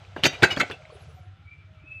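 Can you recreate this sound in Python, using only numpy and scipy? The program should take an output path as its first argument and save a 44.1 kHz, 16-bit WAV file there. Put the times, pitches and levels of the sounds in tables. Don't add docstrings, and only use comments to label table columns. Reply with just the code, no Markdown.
import sys
import numpy as np
from scipy import signal
from scipy.io import wavfile

SR = 44100
rng = np.random.default_rng(int(sys.argv[2]) if len(sys.argv) > 2 else 0)


def put_to_file(sound):
    columns = np.atleast_2d(sound).T
    safe = np.clip(columns, -1, 1)
    whole_steps = np.round(safe * 32767)
    wavfile.write(sys.argv[1], SR, whole_steps.astype(np.int16))


def volts(x):
    e = np.asarray(x, float) / 20
    return 10 ** e


N = 88200


def clock():
    return np.arange(N) / SR


def rms_one(x):
    return x / np.sqrt(np.mean(x ** 2) + 1e-20)


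def butter(x, order, hz, kind):
    return signal.sosfilt(signal.butter(order, hz, kind, fs=SR, output="sos"), x)


def drift(rate_hz):
    pole = np.exp(-80 * np.pi * rate_hz / SR)
    noise = rng.standard_normal(N // 40 + 2002)
    slow = signal.lfilter([1], [1, -2 * pole, pole * pole], noise)[2000:]
    return np.interp(np.arange(N) / 40, np.arange(len(slow)), rms_one(slow))


def ring(clicks, hz, t60_s):
    r = volts(-60 / (t60_s * SR))
    w = 2 * np.pi * hz / SR
    return signal.lfilter([0, np.sin(w)], [1, -2 * r * np.cos(w), r * r], clicks + 1e-18)


def banded(x, spectrum, patchy_db):
    edges = 25 * 2 ** np.arange(0, 9.6, 1 / 3)
    hz, db = np.transpose(spectrum)
    out = 0
    for k, (low, high) in enumerate(zip(edges, edges[1:])):
        band = butter(x[k % 2], 2, [low, high], "band")
        level_db = np.interp(np.log(low * high) / 2, np.log(hz), db, left=db[0] - 17)
        out = out + volts(level_db + patchy_db * drift(14.0)) * band
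    return out


FOOTING_STARTS = [0, .4, .5, .55, .68]
# f/Hz, level/dB, t60/s
WALL_MODES = [
    [(1486, -3.5, 0.1), (1983, -4, 0.14), (2362, -3.5, 0.074), (2724, -9, 0.16), (2883, 3, .05),
     (3120, -5, 0.1), (3557, -5, 0.12), (3793, -5, 0.18), (4640, -5.5, .1), (5720, -12, 0.15),
     (6160, -10, 0.11), (6750, -10, 0.049)],
    [(1443, -7.5, 0.037), (1530, 1.5, 0.026), (1900, -12, .11), (2197, -4, 0.049), (2594, -3.5, .13),
     (3400, -19.5, 0.09), (3955, -3, .055), (4660, -8.5, 0.063), (5090, -11.5, .08), (6430, -8, 0.093),
     (7084, -14, .085)],
    [(1930, -6, .15), (2270, -13, 0.14), (3747, 4, 0.093), (4370, -1, 0.09), (5012, -7, 0.15),
     (6277, -6.5, .09), (7068, -4, .11)],
    [(1500, 3, 0.068), (2000, -11, 0.13), (2249, -0.5, .13), (2638, -3, 0.058), (3096, -9, 0.1),
     (3740, -10, 0.072), (4700, -15, 0.072), (6900, -6, .085)],
    [(1500, -4, 0.076), (2400, -9, 0.099), (2656, -2, 0.1), (2780, 4, 0.091), (3370, -3, .1),
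     (4619, -16, .1)],
]
WALL_DB, SPREAD_DB_PER_OCT, FIRST_HIT_DB = -39.5, 8, 6.5
TWIN_DETUNE, TWIN_DB = 0.016, -4


def wall(t, runs, contacts, s, db, centre_hz):
    out = np.zeros(SR)
    first = (t >= 0) & (t < 1 / SR)
    footing = np.searchsorted(FOOTING_STARTS, s[:, 0]) - 1
    for k, modes in enumerate(WALL_MODES):
        here = footing == k
        for hz, mode_db, t60_s in modes:
            distance_oct = abs(np.log2(hz / centre_hz))
            reach = volts(db + mode_db + WALL_DB - SPREAD_DB_PER_OCT * distance_oct)[here]
            push = (reach * runs[here]).sum(0) * contacts
            hit = volts(FIRST_HIT_DB) * (reach * first[here]).sum(0)
            twin_hz = hz * (1 + TWIN_DETUNE * rng.uniform(0.32, 1) * rng.choice([-1, 1]))
            out += ring(push * rng.standard_normal(SR) + hit, hz, t60_s)
            out += volts(TWIN_DB) * ring(push * rng.standard_normal(SR), twin_hz, t60_s * 0.7)
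    return out


# f/Hz, level/dB, t60/s
BODY_MODES = [(141.3, -5, 0.075), (284, 3, 0.021), (385, -3, 0.058), (450, -17.5, 0.023),
              (574.5, -1.5, 0.032), (686, -4, 0.041), (851, -6, 0.024), (1030, -3.5, 0.0088)]
BODY_DB = -36.5


def body(runs, contacts, thud_db):
    out = np.zeros(SR)
    for hz, mode_db, t60_s in BODY_MODES:
        push = (volts(thud_db + mode_db + BODY_DB) * runs).sum(0) * contacts
        out += ring(push * rng.standard_normal(SR), hz, t60_s)
    return out


def hollow_knocks(runs, contacts, db, centre_hz):
    level_db, decay_cycles = -24.5, 38
    out = np.zeros(SR)
    for run, hz in zip(volts(db) * runs, centre_hz[:, 0]):
        out += volts(level_db) * ring(run * contacts * rng.standard_normal(SR), hz, decay_cycles / hz)
    return out


# f/Hz, density/(dB per Hz)
GRIT_SPECTRUM = [(150, -21), (300, -6), (1400, -5), (2300, -1.5), (4700, -7.5), (7000, -18.5), (9500, -57),
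                 (15800, -43)]
GRIT_DB, GRIT_FOLLOWS_THUD, BRIGHT_FROM_HZ = -1, 0.17, 5020


def grit(runs, contacts, db, thud_db, bright):
    crunch = np.zeros((2, N))
    push = volts(db + GRIT_FOLLOWS_THUD * (thud_db - db)) * runs
    sand = contacts * rng.standard_normal((2, SR))
    for kind, share in ("low", 1), ("high", bright):
        crunch[:, :SR] += butter((push * share).sum(0) * sand, 2, BRIGHT_FROM_HZ, kind)
    return volts(GRIT_DB) * banded(crunch, GRIT_SPECTRUM, patchy_db=4.5)


def sizzle(runs, contacts, db, bright):
    level_db, from_hz = -44, 11110
    hard = (volts(db) * bright * runs).sum(0) * (1 + contacts) * rng.standard_normal(SR)
    return volts(level_db) * butter(hard, 4, from_hz, "high")


# t/s, ring level/dB, length/s, best-excited f/Hz, thud level/dB
GROUND_CONTACTS = [(0.162, -27, 0.0048, 1600, -16), (0.166, -42.5, 0.035, 2870, -29),
                   (0.229, -36.5, 0.0053, 3000, -22.5), (.236, -12, 0.011, 3120, -11.5),
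                   (.237, -11.5, 0.019, 4420, -53), (0.252, -11.5, 0.0046, 2480, -6),
                   (0.255, -18.5, 0.0085, 1504, -12), (0.26, -14, 0.0053, 3670, -30),
                   (0.252, -17.5, 0.024, 6140, -41), (0.325, -33, 0.029, 2435, -52.5),
                   (0.421, -14.5, 0.016, 2280, -8), (.430, -5, 0.0085, 1595, -9),
                   (0.428, -11.5, 0.016, 4450, -21), (0.44, -34.5, 0.024, 4840, -49.5),
                   (0.441, -14.5, 0.011, 2210, -18), (0.454, -34.5, 0.058, 2030, -37),
                   (0.501, -25, 0.014, 2250, -41), (0.505, -29.5, 0.024, 5060, -47),
                   (0.515, -29, 0.026, 2320, -29.5), (0.562, -27, 0.0052, 3300, -28),
                   (0.570, -21, 0.006, 1515, -15), (.571, -27, 0.0066, 4450, -51),
                   (0.582, -33.5, 0.022, 4700, -30), (0.597, -21.5, 0.018, 4160, -34),
                   (0.598, -15.5, 0.017, 2117, -35.5), (.607, -22.5, 0.0028, 1198, -21.5),
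                   (0.617, -25.5, 0.016, 2120, -24), (0.697, -32, 0.0039, 1520, -20.5),
                   (0.71, -28.5, 0.012, 2600, -30), (0.723, -41, 0.019, 2750, -52)]
RISE_S, FALL_S, SETTLE_S, SETTLE_DB = 0.002, 0.0031, 0.022, -19.5
CONTACTS_PER_S, CONTACT_SCATTER_DB = 9000, 2.0
BRIGHT_HZ, BRIGHT_DB_PER_OCT = 2484, 9


def fitting():
    s, db, length_s, centre_hz, thud_db = np.array(GROUND_CONTACTS).T[:, :, None]
    t = clock()[:SR] - s
    after = np.clip(t - length_s, 0, 1)
    fall = np.exp(-after / FALL_S) + volts(SETTLE_DB) * np.exp(-after / SETTLE_S)
    runs = np.clip(t / RISE_S, 0, 1) * fall
    sizes = volts(CONTACT_SCATTER_DB * np.minimum(rng.exponential(1, SR), 4))
    contacts = rms_one(sizes * (rng.random(SR) < CONTACTS_PER_S / SR))
    bright = volts(BRIGHT_DB_PER_OCT * np.log2(centre_hz / BRIGHT_HZ))
    out = wall(t, runs, contacts, s, db, centre_hz)
    out += body(runs, contacts, thud_db)
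    out += hollow_knocks(runs, contacts, db, centre_hz)
    out += sizzle(runs, contacts, db, bright)
    return np.pad(out, (0, N - SR)) + grit(runs, contacts, db, thud_db, bright)


# t/s, level/dB, f/Hz, t60/s
HARD_CONTACTS = [(.164, -25, 1280, 0.0056), (0.2339, -19, 189, 0.026), (0.2364, -4, 2970, 0.0086),
                 (0.254, -7, 2280, 0.0079), (0.2564, -6.5, 2300, 0.0083), (0.4259, -10.5, 180, 0.017),
                 (0.4354, -8, 1500, .008), (.444, -6.5, 2180, 0.004), (0.5708, -14, 230, 0.014),
                 (.571, -19.5, 1535, 0.029), (0.592, -20.5, 195, 0.025), (.606, -11, 2110, 0.0065),
                 (.6147, -14, 2360, 0.0061), (0.6999, -24.5, 450, 0.027), (0.7116, -22, 1700, 0.0071)]


def snaps():
    out = np.zeros(N)
    for s, db, hz, t60_s in HARD_CONTACTS:
        start = int(s * SR)
        out[start:start + 4000] -= volts(db) * ring(np.arange(4000) == 0, hz, t60_s)
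    return out


# t/s, peak level/dB, f/Hz, t60/s
SMALL_TAPS = [(0.049, -44.5, 2436, 0.011), (0.505, -21, 2925, 0.073), (.632, -24, 720, 0.021),
              (0.715, -40.5, 3470, 0.046), (.821, -46.5, 2300, .01), (.853, -38, 2210, 0.0062),
              (.853, -56, 3980, .02), (0.97, -51, 642, 0.038), (.901, -45.5, 1100, 0.02),
              (.907, -54, 4400, .015), (.922, -43, 477, 0.033), (0.95, -44.5, 407, 0.059),
              (1.006, -55, 4040, .015), (1.085, -55.5, 450, 0.059), (1.163, -52, 740, .12),
              (1.188, -57.5, 563, 0.053), (1.72, -52.5, 180, 0.062), (1.836, -51.5, 305.6, 0.047)]
TAP_CONTACT_SHARE = 0.042


def taps():
    out = np.zeros(N)
    t = np.arange(6000) / SR
    for s, db, hz, t60_s in SMALL_TAPS:
        rough = 1 + 1.5 * rng.standard_normal(6000)
        contact = t * np.exp(-t / (TAP_CONTACT_SHARE * t60_s))
        tap = ring(rough * np.sin(2 * np.pi * hz * t) * contact, hz, t60_s)
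        start = int(s * SR)
        out[start:start + 6000] += volts(db) * tap / abs(tap).max()
    return out


def echoes(x):
    level_db, t60_s = -22, 0.263
    t = np.arange(SR // 2) / SR
    tail = rng.standard_normal(len(t)) * volts(-60 * t / t60_s) * (t > 0.006)
    tail = signal.lfilter([0.4], [1, -0.6], tail)
    return volts(level_db) * signal.fftconvolve(x, tail / np.sqrt(np.sum(tail ** 2)))[:N]


# f/Hz, density/(dB per Hz)
RUSTLE_SPECTRUM = [(120, -49), (200, -26), (479, -5), (748, -1), (843, -11), (1540, -7), (1670, -15.5),
                   (2520, -9.5), (7000, -26), (9000, -43.5), (16000, -55)]
# t/s, level/dB
RUSTLE_LEVEL = [
    (0, -55),
    (0.153, -57),
    (0.298, -45),
    (0.702, -46.5),
    (.8, -57.5),
    (1.002, -55),
    (1.2, -62.5),
    (1.4, -72.5),
    (2, -69),
]


def rustle():
    noise = rms_one(banded(rng.standard_normal((2, N)), RUSTLE_SPECTRUM, patchy_db=1.5))
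    return volts(np.interp(clock(), *np.transpose(RUSTLE_LEVEL))) * noise


# multiple of firing rate, level/dB
ENGINE_ORDERS = [(3, -21.5), (4, -12), (5, -5.5), (6, 1), (7, -5.5), (8, -10), (9, -9.5), (10, -15),
                 (11, -19)]
FIRING_HZ, ENGINE_DB, ENGINE_UNEVEN_DB, ENGINE_WOBBLE = 15.97, -51, 4.5, 0.002
ENGINE_PHASE_S, ENGINE_SMEAR = 0.015, 0.97


def engine():
    turn = 2 * np.pi * FIRING_HZ * (np.cumsum(1 + ENGINE_WOBBLE * drift(3.2)) / SR - ENGINE_PHASE_S)
    out = 0
    for k, db in ENGINE_ORDERS:
        level = volts(db + ENGINE_UNEVEN_DB * drift(5.8))
        smear = 2 * np.arctan(ENGINE_SMEAR * (k - 6))
        out = out + level * np.cos(k * turn - smear + 0.14 * drift(4))
    return volts(ENGINE_DB) * out


# t/s, f/Hz, level/dB
MOTOR_RUN = [
    (.89, 8500, -92),
    (0.949, 10270, -67),
    (0.991, 11280, -71),
    (1.025, 11250, -71),
    (1.055, 10650, -84),
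    (1.094, 10600, -72),
    (1.141, 9600, -75),
    (1.21, 7160, -77),
    (1.28, 6600, -84.5),
]
# multiple of main line, level/dB
MOTOR_LINES = [(.6, -12), (.8, -6), (1.0, 0), (1.5, -9)]


def whine():
    s, hz, db = np.transpose(MOTOR_RUN)
    turn = 2 * np.pi * np.cumsum(np.interp(clock(), s, hz)) / SR
    level = volts(np.interp(clock(), s, db, left=-140, right=-140))
    return level * sum(volts(line_db + 5.4 * drift(8.6)) * np.sin(k * turn) for k, line_db in MOTOR_LINES)


def whistle(rows, rasp_db=0):
    rough_db, third_db = 1.5, -46
    s, hz, db = np.transpose(rows)
    t = clock()
    phase = 2 * np.pi * np.cumsum(np.interp(t, s, hz) * (1 + 0.0021 * drift(40))) / SR
    fade = np.clip((t - s[0]) / 0.016, 0, 1) * np.clip(1 + (s[-1] - t) / 0.021, 0, 1)
    level_db = np.interp(t, s, db) + 1.5 + rough_db * drift(33) + rasp_db * drift(103)
    return fade * volts(level_db) * (np.sin(phase) + volts(third_db) * np.sin(3 * phase))


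# t/s, f/Hz, level/dB
FAR_CALL = [(1.44, 2276, -65.5), (1.486, 2298, -57.5), (1.5, 2334, -61), (1.516, 2354, -48.5),
            (1.546, 2342, -53.5), (1.578, 2305, -60), (1.594, 2364, -58), (1.68, 2313, -70)]
FAR_CALL_AGAIN = [(1.74, 2290, -76), (1.78, 2320, -65), (1.83, 2344, -64.5), (1.87, 2324, -75),
                  (1.90, 2350, -59), (2, 2380, -64.5)]
NEAR_CALL = [(1.82, 2770, -67), (1.846, 2504, -62), (1.882, 2607, -44.5), (1.896, 2592, -50.5),
             (1.922, 2588, -36.5), (1.938, 2636, -45), (1.974, 2615, -40.5), (2.0, 2590, -47)]
LATE_COO = [(1.6, 638, -87.5), (1.7, 634, -65.5), (1.9, 612, -70), (2, 588, -76)]
EARLY_TONE = [(.78, 606, -58.5), (.85, 640, -56), (.96, 600, -61), (1.1, 631, -65.5), (1.16, 615, -70)]
RISING_TONE = [(1.2, 692, -66), (1.26, 725.6, -59.5), (1.35, 766, -71.5), (1.44, 824, -70.5)]


def birds():
    calls = whistle(FAR_CALL, rasp_db=3.5) + whistle(FAR_CALL_AGAIN) + whistle(NEAR_CALL)
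    low_tones = whistle(LATE_COO, rasp_db=2.0) + whistle(EARLY_TONE, rasp_db=5.0)
    return calls + low_tones + whistle(RISING_TONE, rasp_db=3.0)


# f/Hz, level/dB
MURMUR_BANDS = [(1342, -69.5), (1520, -77), (320, -74), (3490, -78.5)]


def murmur():
    out = 0
    for hz, db in MURMUR_BANDS:
        out = out + volts(db + 2.0 * drift(6.5)) * rms_one(ring(rng.standard_normal(N), hz, 0.023))
    return out


# f/Hz, density/(dB per Hz)
YARD_SPECTRUM = [(25, -28), (107, -1), (437, -38.5), (1320, -33.5), (2330, -22.5), (2520, -22.5),
                 (7000, -53.5), (15800, -65)]
YARD_DB = -58.5


def yard():
    return volts(YARD_DB) * rms_one(banded(rng.standard_normal((2, N)), YARD_SPECTRUM, patchy_db=2.5))


def scene():
    mic_low_hz = 70.5
    near = butter(fitting() + snaps() + taps(), 4, mic_low_hz, "high")
    far = engine() + whine() + birds() + murmur() + yard()
    return (near + echoes(near) + rustle() + far)[None]


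def top_cut(x):
    return signal.sosfilt(signal.butter(12, 16310, fs=SR, output="sos"), x)


def record(dry):
    headroom, cutoff_hz = 0.95, 16600
    rounded = headroom * np.tanh(dry / headroom)
    mix = signal.sosfilt(signal.cheby2(12, 70, cutoff_hz, fs=SR, output="sos"), rounded)
    return top_cut(mix)


dry = scene()
out = record(dry)
put_to_file(out)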